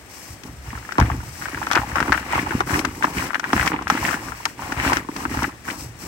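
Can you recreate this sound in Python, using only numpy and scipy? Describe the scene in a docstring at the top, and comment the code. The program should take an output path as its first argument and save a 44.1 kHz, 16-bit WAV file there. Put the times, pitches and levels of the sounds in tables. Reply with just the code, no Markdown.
"""Stirring dry feed in a tub

A soft plastic tub of dry pellets and chaff is set down on boards, then a hand stirs the feed in it.
Pellets are short rings and rattling clicks; chaff, a sleeve and snapping stalks are shaped noise.
Tub, its floor and the boards are sets of dying sines, struck or pushed by the feed and its weight.
Two close microphone ports hear it from just above the rim, over the faint noise of a quiet stable.
"""
import sys
import numpy as np
from scipy import signal
from scipy.fft import rfft, irfft
from scipy.io import wavfile
from scipy.ndimage import uniform_filter1d

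SR = 44100
rng = np.random.default_rng(int(sys.argv[2]) if len(sys.argv) > 2 else 0)


def unload_audio(sound):
    """Save the sound as a 16-bit wav file, at the path given as the first command line argument."""
    columns = np.transpose(np.atleast_2d(sound))
    # keep every value between -1 and 1, then stretch to whole-number steps
    steps = np.round(np.clip(columns, -1, 1) * 32767)
    wavfile.write(sys.argv[1], SR, steps.astype(np.int16))


N = 267731

# how the floor of the tub rings: (f/Hz, width/Hz, level/dB)
FLOOR_MODES = [(560, 60, -18.5), (878, 146, -14.5), (923, 161, 2.5), (1059, 250, 9)]
# how the boards ring: (f/Hz, width/Hz, level/dB)
BOARD_MODES = [(67.1, 6.7, -3), (81.7, 25.5, 8), (112.3, 12.3, 1.5), (134, 41, -9.5)]
RATTLE, RUSTLE, WEIGHT, SCRAPE = range(4)  # the layers that follow the strokes of the hand


def stroke_gain(layer):
    """One layer through all strokes of the hand: it swells in, changes, dies away and never quite stops."""
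    # strokes of hand and sleeve: (start t/s, length/s, pellet rattle level/dB,
    # chaff and sleeve rustle level/dB, weight on the tub level/dB, scrape on its floor level/dB)
    strokes = [(0.074, 0.26, -54, -39.5, -52, -50), (0.41, 0.066, -52, -45.5, -40.5, -46),
               (0.613, 0.64, -45.5, -44.5, -48.5, -46), (0.96, .16, -37.5, -43.5, -32, -34.5),
               (1.211, 0.14, -47.5, -40.5, -58, -51), (1.324, 0.12, -47, -37.5, -54, -45),
               (1.383, 0.31, -37.5, -39.5, -39, -40.5), (1.668, 0.16, -33, -37.5, -39, -35.5),
               (1.834, 0.14, -36.5, -39, -38, -33), (1.93, 0.15, -33, -38, -34, -31.5),
               (2.074, 0.12, -31, -36, -33.5, -35.5), (2.209, 0.11, -34, -41, -40, -33),
               (2.285, 0.084, -24.5, -34, -34.5, -28), (2.343, 0.08, -31, -34.5, -31, -31),
               (2.434, 0.17, -34, -38, -33, -37), (2.653, 0.14, -28.5, -28.5, -27.5, -27.5),
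               (2.81, 0.083, -38, -43, -33.5, -41), (2.894, 0.21, -46, -40.5, -39.5, -41.5),
               (3.003, 0.1, -38, -39.5, -37.5, -35), (3.113, 0.15, -29.5, -31, -32, -31.5),
               (3.317, 0.044, -37.5, -40, -39, -44), (3.413, 0.12, -35, -40, -37, -38),
               (3.504, .18, -29, -30.5, -32.5, -29.5), (3.683, .05, -28.5, -55, -29.5, -27),
               (3.763, 0.058, -38, -52, -34, -45), (3.864, 0.14, -28.5, -34, -35.5, -33),
               (3.99, .15, -28, -29.5, -33.5, -30.5), (4.172, 0.13, -39, -37.5, -41, -36),
               (4.31, 0.13, -41, -42, -59, -60), (4.427, 0.072, -42, -40, -43.5, -56),
               (4.565, 0.23, -37, -38.5, -39, -34), (4.748, 0.08, -26.5, -37, -34, -34),
               (4.807, 0.08, -21, -26.5, -33, -23), (4.871, 0.1, -29, -34, -31, -30.5),
               (5.06, 0.13, -45.5, -46, -41.5, -44), (5.132, 0.11, -37.5, -36, -33.5, -39),
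               (5.269, 0.19, -33.5, -34.5, -34, -35.5), (5.633, 0.095, -38, -34, -39.5, -35.5),
               (5.742, 0.1, -75, -35, -40.5, -43.5), (5.972, 0.13, -45, -36, -41.5, -44)]
    # one row for each layer, in that order: (attack/s, swell from start to end/dB, release/dB per s, rest level/dB)
    follow = [(0.06, -2.5, 242, -72), (0.053, -0.5, 308, -49.5), (0.046, 1, 183, -55),
              (0.057, 1.5, 236, -84)]
    attack_s, swell_db, release_db, rest_db = follow[layer]
    frames = np.arange(0, N / SR + .01, .002)
    start, length, db = np.array(strokes).T[[0, 1, 2 + layer], :, None]
    t = frames - start
    swell = swell_db * (np.clip(t / length, 0, 1) - 1)
    release = release_db * np.maximum(t - length, 0)
    power = (np.clip(t / attack_s, 0, 1) * gain_of(db + swell - release)) ** 2
    rounded = uniform_filter1d(power.sum(0), size=9)  # rounds the corners
    return np.interp(np.arange(N) / SR, frames, np.sqrt(rounded + gain_of(rest_db) ** 2))


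def pellet_knocks():
    """Single pellets strike the wall: lesser ones by chance, the loudest at set times."""
    # the loudest strikes: (peak t/s, level at the left port/dB, f/Hz, lean to the left/dB)
    loudest = [(.7311, -19, 1080, 1), (.7761, -18, 1380, 6), (0.8913, -12, 1360, 1),
               (0.9221, -9.5, 1420, 6), (.9555, -16, 1400, 10), (0.9664, -23, 1570, 5),
               (0.9832, 1, 1060, -6.5), (0.992, -1, 960, 11), (1.0014, 2, 1010, 5), (1.013, 0, 1490, 1),
               (1.0255, -5.5, 1400, 1), (1.1008, -5.5, 1047, 2), (1.4222, -12, 1510, -2),
               (1.457, -7.5, 1540, 4), (1.5328, -19, 1630, 2), (1.5467, -9, 1670, -1),
               (1.575, -13.5, 1470, -1), (1.6295, -8, 1490, 5), (1.6705, -5, 1280, -2),
               (1.7043, -8, 1290, 5), (1.7138, 3.5, 1340, 18), (1.7175, -7, 1550, 6), (1.734, -5, 1300, 8),
               (1.7505, -2, 1430, 16), (1.755, 0.5, 1380, -4.5), (1.7598, -5, 2370, -6),
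               (1.7677, 2.5, 1300, 11), (1.7756, 3.5, 1370, 1), (1.778, -10, 1310, 5),
               (1.7841, -2, 1400, 2), (1.78, -14, 1410, 7), (1.7973, -10, 1300, 13), (1.8332, -14, 840, -1),
               (1.9174, -13.5, 1630, 2), (1.9569, 0.5, 1270, 4), (1.971, -2.5, 1290, 5),
               (1.9838, 0, 1450, 12), (2.0036, 0.5, 1380, -2), (2.0274, 0.5, 1420, 7),
               (2.0597, -13, 1210, 5), (2.083, -9, 1430, 4), (2.095, -12, 1140, -10),
               (2.1219, 8.5, 1510, 9), (2.126, 3, 1530, 0), (2.1376, -10, 1320, 2), (2.141, -9, 1630, 3),
               (2.1457, -3.5, 1530, -2), (2.1488, -4, 1400, 3), (2.1776, -3.5, 1590, 4),
               (2.326, -6.5, 1950, 17), (2.3332, -5, 915, -5), (2.391, -5, 1940, 16),
               (2.5088, -5.5, 1510, 3), (2.517, -17, 1410, -6), (2.535, -12, 1240, -2),
               (2.6065, 4, 1110, 0.5), (2.6957, -10, 1640, 6), (2.708, -4.5, 1300, 12),
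               (2.716, -13, 1500, 2), (2.7437, -8, 1650, 11), (2.8166, -15, 1290, 7),
               (2.8486, -1.5, 1330, 15), (2.852, -1, 1360, 6), (3.0255, -2.5, 1660, 0),
               (3.0303, -15, 1170, 12), (3.0377, -9, 1230, -10), (3.043, 4, 1060, -3.5),
               (3.0463, -2, 1610, 13), (3.07, -13, 1460, 6), (3.1845, -10.5, 2300, -4),
               (3.2053, -11, 1980, 5), (3.3063, -5.5, 1340, 14), (3.3331, -10, 1230, -1),
               (3.3455, 1.5, 1800, 17), (3.3557, -0.5, 1550, 0), (3.397, -6.5, 1410, 3),
               (3.442, -3.5, 1610, 1), (3.5322, 2.5, 1180, -6), (3.5657, -2, 1570, -3),
               (3.5786, -6, 1570, -5), (3.5971, 1.5, 1600, -1), (3.6118, -3.5, 2000, -2),
               (3.6178, -8, 1200, 6), (3.6282, -3, 1440, 0), (3.6679, -7.5, 1220, -10),
               (3.674, -6, 1500, 18), (3.6768, -0.5, 2050, -2.5), (3.719, -7, 1280, -5),
               (3.7903, -9.5, 1150, -1), (3.8213, -15, 1090, -3), (3.8714, -3.5, 1420, 2),
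               (3.901, 7.5, 1280, -2.5), (3.9165, -14, 1280, 1), (3.9535, -11, 1220, -3),
               (4.0768, -9.5, 1500, -5), (4.0839, -4, 1510, -1), (4.0904, -3, 1860, 12),
               (4.1101, -6, 1290, 7), (4.142, -6.5, 1500, -2), (4.285, -13.5, 1290, 2),
               (4.321, -11.5, 1350, 2), (4.459, -5, 1160, 13), (4.467, -16, 1060, 0),
               (4.6218, -13, 1100, 3), (4.7227, -5.5, 1470, -1), (4.8, -3, 1820, -1), (4.85, -5, 1260, 7),
               (4.8983, -5.5, 1030, -2), (4.9208, 0, 920, 4), (4.927, -12, 1700, 8.5),
               (4.9328, -8, 1110, -9), (4.9701, -3, 1530, -4), (5.088, -13, 1010, -1),
               (5.1627, -16, 1190, -4), (5.2534, -2.5, 1330, -1.5), (5.3471, -13, 915, -3),
               (5.3914, -9, 1320, -4), (5.423, -6, 1050, 0), (5.438, -10, 1670, 1), (5.4431, -2.5, 1650, 3),
               (5.4466, -8, 1310, 16), (5.6813, -14.5, 1420, -6), (5.6867, -10, 1530, -6),
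               (5.7021, -10, 2080, 7), (5.7056, -17, 2200, -1)]
    return knocks([*small_knocks(), *loudest])


def small_knocks(count=300, over_db=10.5, spread_db=10.5, low_hz=910, high_hz=2060, mean_lean_db=-7):
    """Rows of lesser knocks at chance times, their levels following the rattle at that moment."""
    when, size, pitch, side = rng.random((count, 4)).T
    s = .01 + when * (N / SR - .02)
    rattle_db = 20 * np.log10(stroke_gain(RATTLE)[(s * SR).astype(int)])
    db = rattle_db + over_db + spread_db * (2 * size - 1)
    hz = low_hz * (high_hz / low_hz) ** pitch
    return list(zip(s, db, hz, 2 * mean_lean_db * side))


def knocks(rows, rise_ms=0.24, right_db=0.5, tail_db=-3.5, tail_s=0.006, floor_db=-6.0):
    """Each blow is a short ring, followed by a weak scatter of reflections inside the tub."""
    cycles, soft_cycles_per_db = 0.93, 0.0332  # cycles to fall 8 dB; blows below 0 dB ring longer
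    out, t = np.zeros((2, N)), np.arange(-80, 420) / SR
    draws = rng.random((len(rows), 2))
    scatter = rng.standard_normal((len(rows), 2, 700))
    for (s, db, hz, lean_db), draw, taps in zip(rows, draws, scatter):
        # the right port hears another phase
        phase = 2 * np.pi * (draw[0] + np.array([[0], [draw[1] - .4]]))
        fall_ms = 1000 * (cycles + soft_cycles_per_db * max(-db, 0)) / hz
        level = gain_of([[db], [db - lean_db + right_db]])
        direct = level * blow(hz, rise_ms, fall_ms, phase, t)
        taps = taps * np.exp(-np.arange(700) / SR / tail_s)
        taps = gain_of(tail_db) * taps / np.linalg.norm(taps, axis=1, keepdims=True)
        add(out, s + t[0], direct)
        add(out, s + t[0] + 0.001507, signal.fftconvolve(direct, taps, axes=1))
    # every blow also rings the floor of the tub
    floor = body(FLOOR_MODES, 0.0014, size=900)
    rung = signal.oaconvolve(out.mean(0), floor / abs(rfft(floor)).max())[:N]
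    return above(out + gain_of(floor_db) * rung, 754.0)


def blow(hz, rise_ms, fall_ms, phase, t):
    """A ring of a few cycles whose envelope peaks at t = 0 and falls 8 dB in each fall time."""
    ms = 1000 * t
    rise = np.exp(-(ms / rise_ms) ** 2)
    fall = gain_of(-8 * np.maximum(ms, 0) / np.clip(fall_ms, .3, 20))
    return np.where(t < 0, rise, fall) * np.cos(2 * np.pi * hz * t + phase)


def pellet_rattle():
    """Tumbling pellets ring in a few broad bands of pitch."""
    # how pellets ring: (f/Hz, width/Hz, level/dB)
    pellet_modes = [(1420, 360, -2.5), (1752, 335, 8), (2187, 410, 7.5), (2684, 130, -15.5),
                    (4000, 920, -3)]
    return rattle(pellet_modes, RATTLE)


def floor_scrape():
    """Pellets scraped over the floor of the tub make it ring."""
    return rattle(FLOOR_MODES, SCRAPE, count=8, scatter=0.075)


def rattle(modes, layer, count=16, per_s=130, spread_db=2.0, scatter=0.1, uneven_db=15.0):
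    """Pellets tumble at many places; each place rings the modes unevenly, and differently at each port."""
    out = np.zeros((2, N))
    for place in range(count):
        train = clicks(per_s, spread_db)
        shift = 1 + scatter * rng.uniform(-1, 1, len(modes))  # each place has its own pitches
        for port in out:
            uneven = [(hz * k, width, db + uneven_db * rng.uniform(-1, 1))
                      for (hz, width, db), k in zip(modes, shift)]
            struck = evened(body(uneven, 0.0002, size=600))
            heard = signal.oaconvolve(train, struck)[:N]
            port += np.roll(heard, rng.integers(20))  # a delay of less than 20 samples
    return stroke_gain(layer) * evened(above(out, 600.0))


def rustle(per_s=5000, spread_db=4.5, hiss=1.0, clump_db=1.0):
    """Chaff and sleeve crackle in clumps over a fine hiss; each port hears other reflections of the crackle."""
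    # sound of the chaff: (f/Hz, level per Hz/dB)
    chaff_spectrum = [(2500, -7.5), (3500, -17), (4600, -7.5), (5700, -2.5), (7000, -7.5), (8500, -9.5),
                      (10500, -14.5), (13000, -16.5), (15000, -25.5), (16000, -16)]
    crackle = clicks(per_s, spread_db)
    paths = rng.standard_normal((2, 120)) * np.exp(-np.arange(120) / 24.7)
    heard = signal.oaconvolve(crackle[None], paths, axes=1)[:, :N]
    clumps = evened(uniform_filter1d(rng.standard_normal(N), 500))
    mix = evened(heard) + hiss * rng.standard_normal((2, N))
    mix = mix * gain_of(clump_db * clumps)
    return stroke_gain(RUSTLE) * evened(coloured(mix, chaff_spectrum))


def snaps(fall_s=0.0038, rise_s=0.00041, right_db=6.5):
    """Dry stalks and pellet edges snap: noise that starts quickly and dies within milliseconds."""
    # the snaps: (t/s, level/dB, lean to the left/dB)
    snap_rows = [(0.435, -32, 14), (0.785, -32, -6), (.9223, -26.5, 9), (0.982, -22.5, 9), (.999, -14, 6),
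                 (1.108, -38, -2), (1.519, -34, -5), (1.634, -29, -2), (1.666, -22.5, -2),
                 (1.713, -13.5, 1), (1.721, -17.5, 11), (1.7314, -13.5, -2), (1.753, -13.5, 7),
                 (1.958, -20, -2), (2.003, -18.5, 4), (2.0264, -26, -1), (2.1255, -16, 1),
                 (2.6046, -20, 8.5), (2.745, -28, 1), (2.792, -15.5, 10), (2.8498, -12.5, 2.5),
                 (3.033, -24, 13), (3.049, -24, 10), (3.1817, -25, 3), (3.332, -37, -8), (3.347, -25, 13),
                 (3.396, -20, 9.5), (3.4424, -29, 4), (3.5308, -18, 11), (3.661, -17, 11),
                 (3.6754, -17, 17), (3.823, -30, 5), (3.879, -23, 6), (3.9, -11, 8.5), (3.954, -34, 4),
                 (4.064, -18, 5), (4.4536, -8, 2), (4.7226, -24, 10), (4.797, -33, -3), (4.931, -13.5, 6.5),
                 (4.969, -19, 13.5), (5.164, -21.5, 6), (5.392, -38, 0), (5.422, -27, 2),
                 (5.4304, -19, 9.5), (5.7083, -23.5, 3)]
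    # sound of a snap: (f/Hz, level per Hz/dB)
    snap_spectrum = [(1800, 10), (2600, 5), (4000, -0.5), (5700, 5.5), (8000, -9), (11000, -11.5),
                     (16000, -30)]
    out, t = np.zeros((2, N)), np.arange(900) / SR
    shape = np.exp(-t / fall_s) * (1 - np.exp(-t / rise_s))
    noises = rng.standard_normal((len(snap_rows), 2, 900))
    for (s, db, lean_db), noise in zip(snap_rows, noises):
        sides = gain_of([[lean_db / 2], [right_db - lean_db / 2]])
        add(out, s, gain_of(db) * noise * shape * sides)
    return coloured(out, snap_spectrum)


def tub_bumps(rise_ms=1.54, fall_ms=4.5):
    """Hand and feed bump dully against the tub: each bump is a low ring of a few cycles."""
    # the bumps: (peak t/s, level/dB, f/Hz)
    bump_rows = [(0.456, -28, 278), (0.733, -26, 241), (.987, -8.5, 276), (1.02, -9.5, 228),
                 (1.108, -27.5, 177), (1.767, -14.5, 338), (1.793, -20, 247), (2.018, -20, 280),
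                 (2.086, -15.5, 284), (2.104, -15.5, 276), (2.357, -20.5, 258), (2.512, -21.5, 332),
                 (2.552, -8.5, 242), (2.61, -20.5, 360), (2.737, -16, 281), (2.751, -16.5, 237),
                 (2.798, -17, 310), (3.05, -14, 270), (3.166, -21, 234), (3.535, -7.5, 270),
                 (3.565, -13.5, 217), (3.74, -16.5, 293), (3.924, -16, 255), (3.951, -16, 278),
                 (4.145, -21, 236), (4.725, -20.5, 268), (4.864, -14.5, 260), (4.88, -16.5, 278),
                 (4.936, -16.5, 245), (5.093, -17, 277), (5.258, -20, 277), (5.315, -18.5, 260),
                 (5.375, -17, 248), (5.43, -16, 273), (5.481, -21.5, 260), (5.687, -24.5, 252),
                 (5.719, -22, 274)]
    out, t = np.zeros((1, N)), np.arange(-400, 2000) / SR
    for (s, db, hz), draw in zip(bump_rows, rng.random(len(bump_rows))):
        add(out, s + t[0], gain_of(db) * blow(hz, rise_ms, fall_ms, 2 * np.pi * draw, t)[None])
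    return heard_apart(out[0])


def board_thuds():
    """Weight lands on the boards, which are pushed down and ring."""
    # the landings: (t/s, level/dB)
    thud_rows = [(0.302, -32), (0.489, -33), (0.678, -25), (0.75, -28), (0.991, -11), (1.011, -2.5),
                 (1.114, -13.5), (1.554, -25), (1.785, -21), (1.925, -20.5), (2.019, -23), (2.094, -18.5),
                 (2.358, -20.5), (2.544, -17), (2.727, -16.5), (3.168, -20.5), (3.549, -18), (3.599, -16.5),
                 (3.909, -38), (4.014, -25), (4.771, -19.5), (4.864, -18.5), (4.959, -26), (5.275, -25),
                 (5.369, -19), (5.862, -32)]
    out = np.zeros((1, N))
    boards = body(BOARD_MODES, 0.0041, size=14000)
    for s, db in thud_rows:
        add(out, s, -gain_of(db) * boards[None] / boards.max())
    return heard_apart(out[0])


def heard_apart(x, apart=0.072, lag_s=0.00073):
    """Makes the two ports differ slightly by a weak late copy, added at the left and taken off at the right."""
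    other = apart * np.roll(x, round(lag_s * SR))
    return np.array([x + other, x - other])


def tub_rumble():
    """The weight of the moving feed makes the tub boom dully with each stroke."""
    # air and wall of the tub: (f/Hz, width/Hz, level/dB)
    tub_modes = [(185.6, 70, -4), (263.5, 91, 4), (293, 74, -7)]
    return stroke_gain(WEIGHT) * rumble(tub_modes)


def board_rumble():
    """The shifting load keeps the boards rumbling, now louder, now softer."""
    # rumble of the boards over time: (t/s, level/dB)
    load_points = [(0, -51), (.27, -54), (.33, -37), (.42, -48.5), (.55, -37), (.62, -40), (.75, -37),
                   (.86, -52), (1.05, -48), (1.2, -28.5), (1.3, -37), (1.42, -44.5), (1.93, -38),
                   (2.25, -43), (2.52, -35.5), (2.9, -35.5), (3.0, -46.5), (3.2, -39), (3.38, -56),
                   (3.65, -45), (4.18, -38), (4.41, -45), (4.55, -53), (4.65, -36.5), (4.82, -37),
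                   (5.1, -46), (5.36, -33), (5.55, -51), (5.8, -38), (6.07, -43)]
    s, db = np.transpose(load_points)
    return gain_of(np.interp(np.arange(N) / SR, s, db)) * rumble(BOARD_MODES)


def rumble(modes, per_s=150, spread_db=0.5, apart=0.1):
    """The moving feed pushes a body in lumps, heard nearly alike at both ports."""
    pushes = np.array([clicks(per_s, spread_db), clicks(per_s, spread_db)])
    pushed = body(modes, 0.0013, size=9000)
    both, other = signal.oaconvolve(pushes, pushed[None], axes=1)[:, :N]
    return evened(np.array([both + apart * other, both - apart * other]))


def stable_air(level_db=-44.5):
    """The still air of the stable: steady shaped noise, independent at each port."""
    # sound of the air: (f/Hz, level per Hz/dB)
    air_spectrum = [(30, -8), (66, -6), (300, -8), (570, -8), (1000, -8), (2000, -7), (3400, -16.5),
                    (6000, -23), (9000, -20), (16000, -68)]
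    return gain_of(level_db) * evened(coloured(rng.standard_normal((2, N)), air_spectrum))


def gain_of(db):
    """Turns dB into a gain."""
    return 10 ** (np.asarray(db) / 20)


def evened(x):
    """Scales a sound to rms 1."""
    return x / np.sqrt(np.mean(x ** 2) + 1e-20)


def read(points, hz):
    """Reads a curve between its points on a log-frequency axis."""
    f, value = np.transpose(points)
    return np.interp(np.log(hz + 1), np.log(f + 1), value)


def add(mix, s, sound):
    """Adds a sound to the mix at time s."""
    part = mix[:, round(s * SR):][:, :sound.shape[1]]
    part += sound[:, :part.shape[1]]


def ring(hz, width, rise_s, size):
    """A dying sine with a soft start; the wider its resonance, the sooner it dies."""
    t = np.arange(size) / SR
    return np.sin(2 * np.pi * hz * t) * np.exp(-np.pi * width * t) * (1 - np.exp(-t / rise_s))


def body(modes, rise_s, size):
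    """All modes of a thing struck once."""
    return sum(gain_of(db) * ring(hz, width, rise_s, size) for hz, width, db in modes)


def clicks(per_s, spread_db):
    """Clicks of random sign at chance times; a few are large."""
    when, size, sign = rng.random((3, N))
    level = gain_of(spread_db * np.minimum(-np.log(1 - size), 4))
    return (when < per_s / SR) * level * np.sign(sign - .5)


def coloured(x, points):
    """Gives both ports a spectrum that falls away below its first point."""
    hz = np.fft.rfftfreq(N, 1 / SR)
    bass_fall = np.minimum(hz / points[0][0], 1) ** 2
    return irfft(rfft(x) * gain_of(read(points, hz)) * bass_fall, N)


def above(x, hz):
    """High-pass that looks only at the past."""
    return signal.sosfilt(signal.butter(2, hz, "high", fs=SR, output="sos"), x)


def scene():
    """Feed, tub, boards and the quiet stable together."""
    feed = pellet_knocks() + pellet_rattle() + floor_scrape() + rustle() + snaps()
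    low = tub_bumps() + board_thuds() + tub_rumble() + board_rumble()
    return feed + low + stable_air()


def record(dry):
    """Mixes some of the left channel into the right above 300 Hz, shades the right; soft ceiling, treble limit."""
    # likeness of the two channels by frequency, alternating in steps from 10 to 16 kHz
    # as lossy coding leaves it: (f/Hz, likeness from 0 to 1)
    likeness_points = [(300, .97), (700, .7), (1000, .3), (7000, .1), (9000, .6), (10000, .97), (11000, .8),
                       (12000, .97), (13000, .8), (14000, .97), (15000, .8), (16000, .97)]
    # the right port is turned away: (f/Hz, level/dB)
    shade = [(400, 0.5), (800, -2), (1300, -8.5), (2200, -6), (3400, -4), (5700, -10.5), (8000, -5.5),
             (9500, -4), (16000, 3.5)]
    lead_s, edge_hz, ceiling = .00025, 15850, .92
    hz = np.fft.rfftfreq(N, 1 / SR)
    left, right = rfft(dry)
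    likeness = np.clip(read(likeness_points, hz), 0, 1)
    # above 2 kHz the part taken from the left comes earlier in the right channel
    lead = np.exp(2j * np.pi * hz * lead_s * (hz > 2000))
    mixed = likeness * lead * left + np.sqrt(1 - likeness ** 2) * right
    right = np.where(hz < 300, right, mixed) * gain_of(read(shade, hz))
    ports = np.array([dry[0], irfft(right, N)])
    ports = above(above(ports, 40.0), 40.0)  # small capsules lose the deep bass
    held = ports / (1 + abs(ports / ceiling) ** 4) ** .25
    limit = signal.firwin(511, edge_hz, window=("kaiser", 9), fs=SR)
    return signal.oaconvolve(held, limit[None], "same")


dry = scene()
out = record(dry)
unload_audio(out)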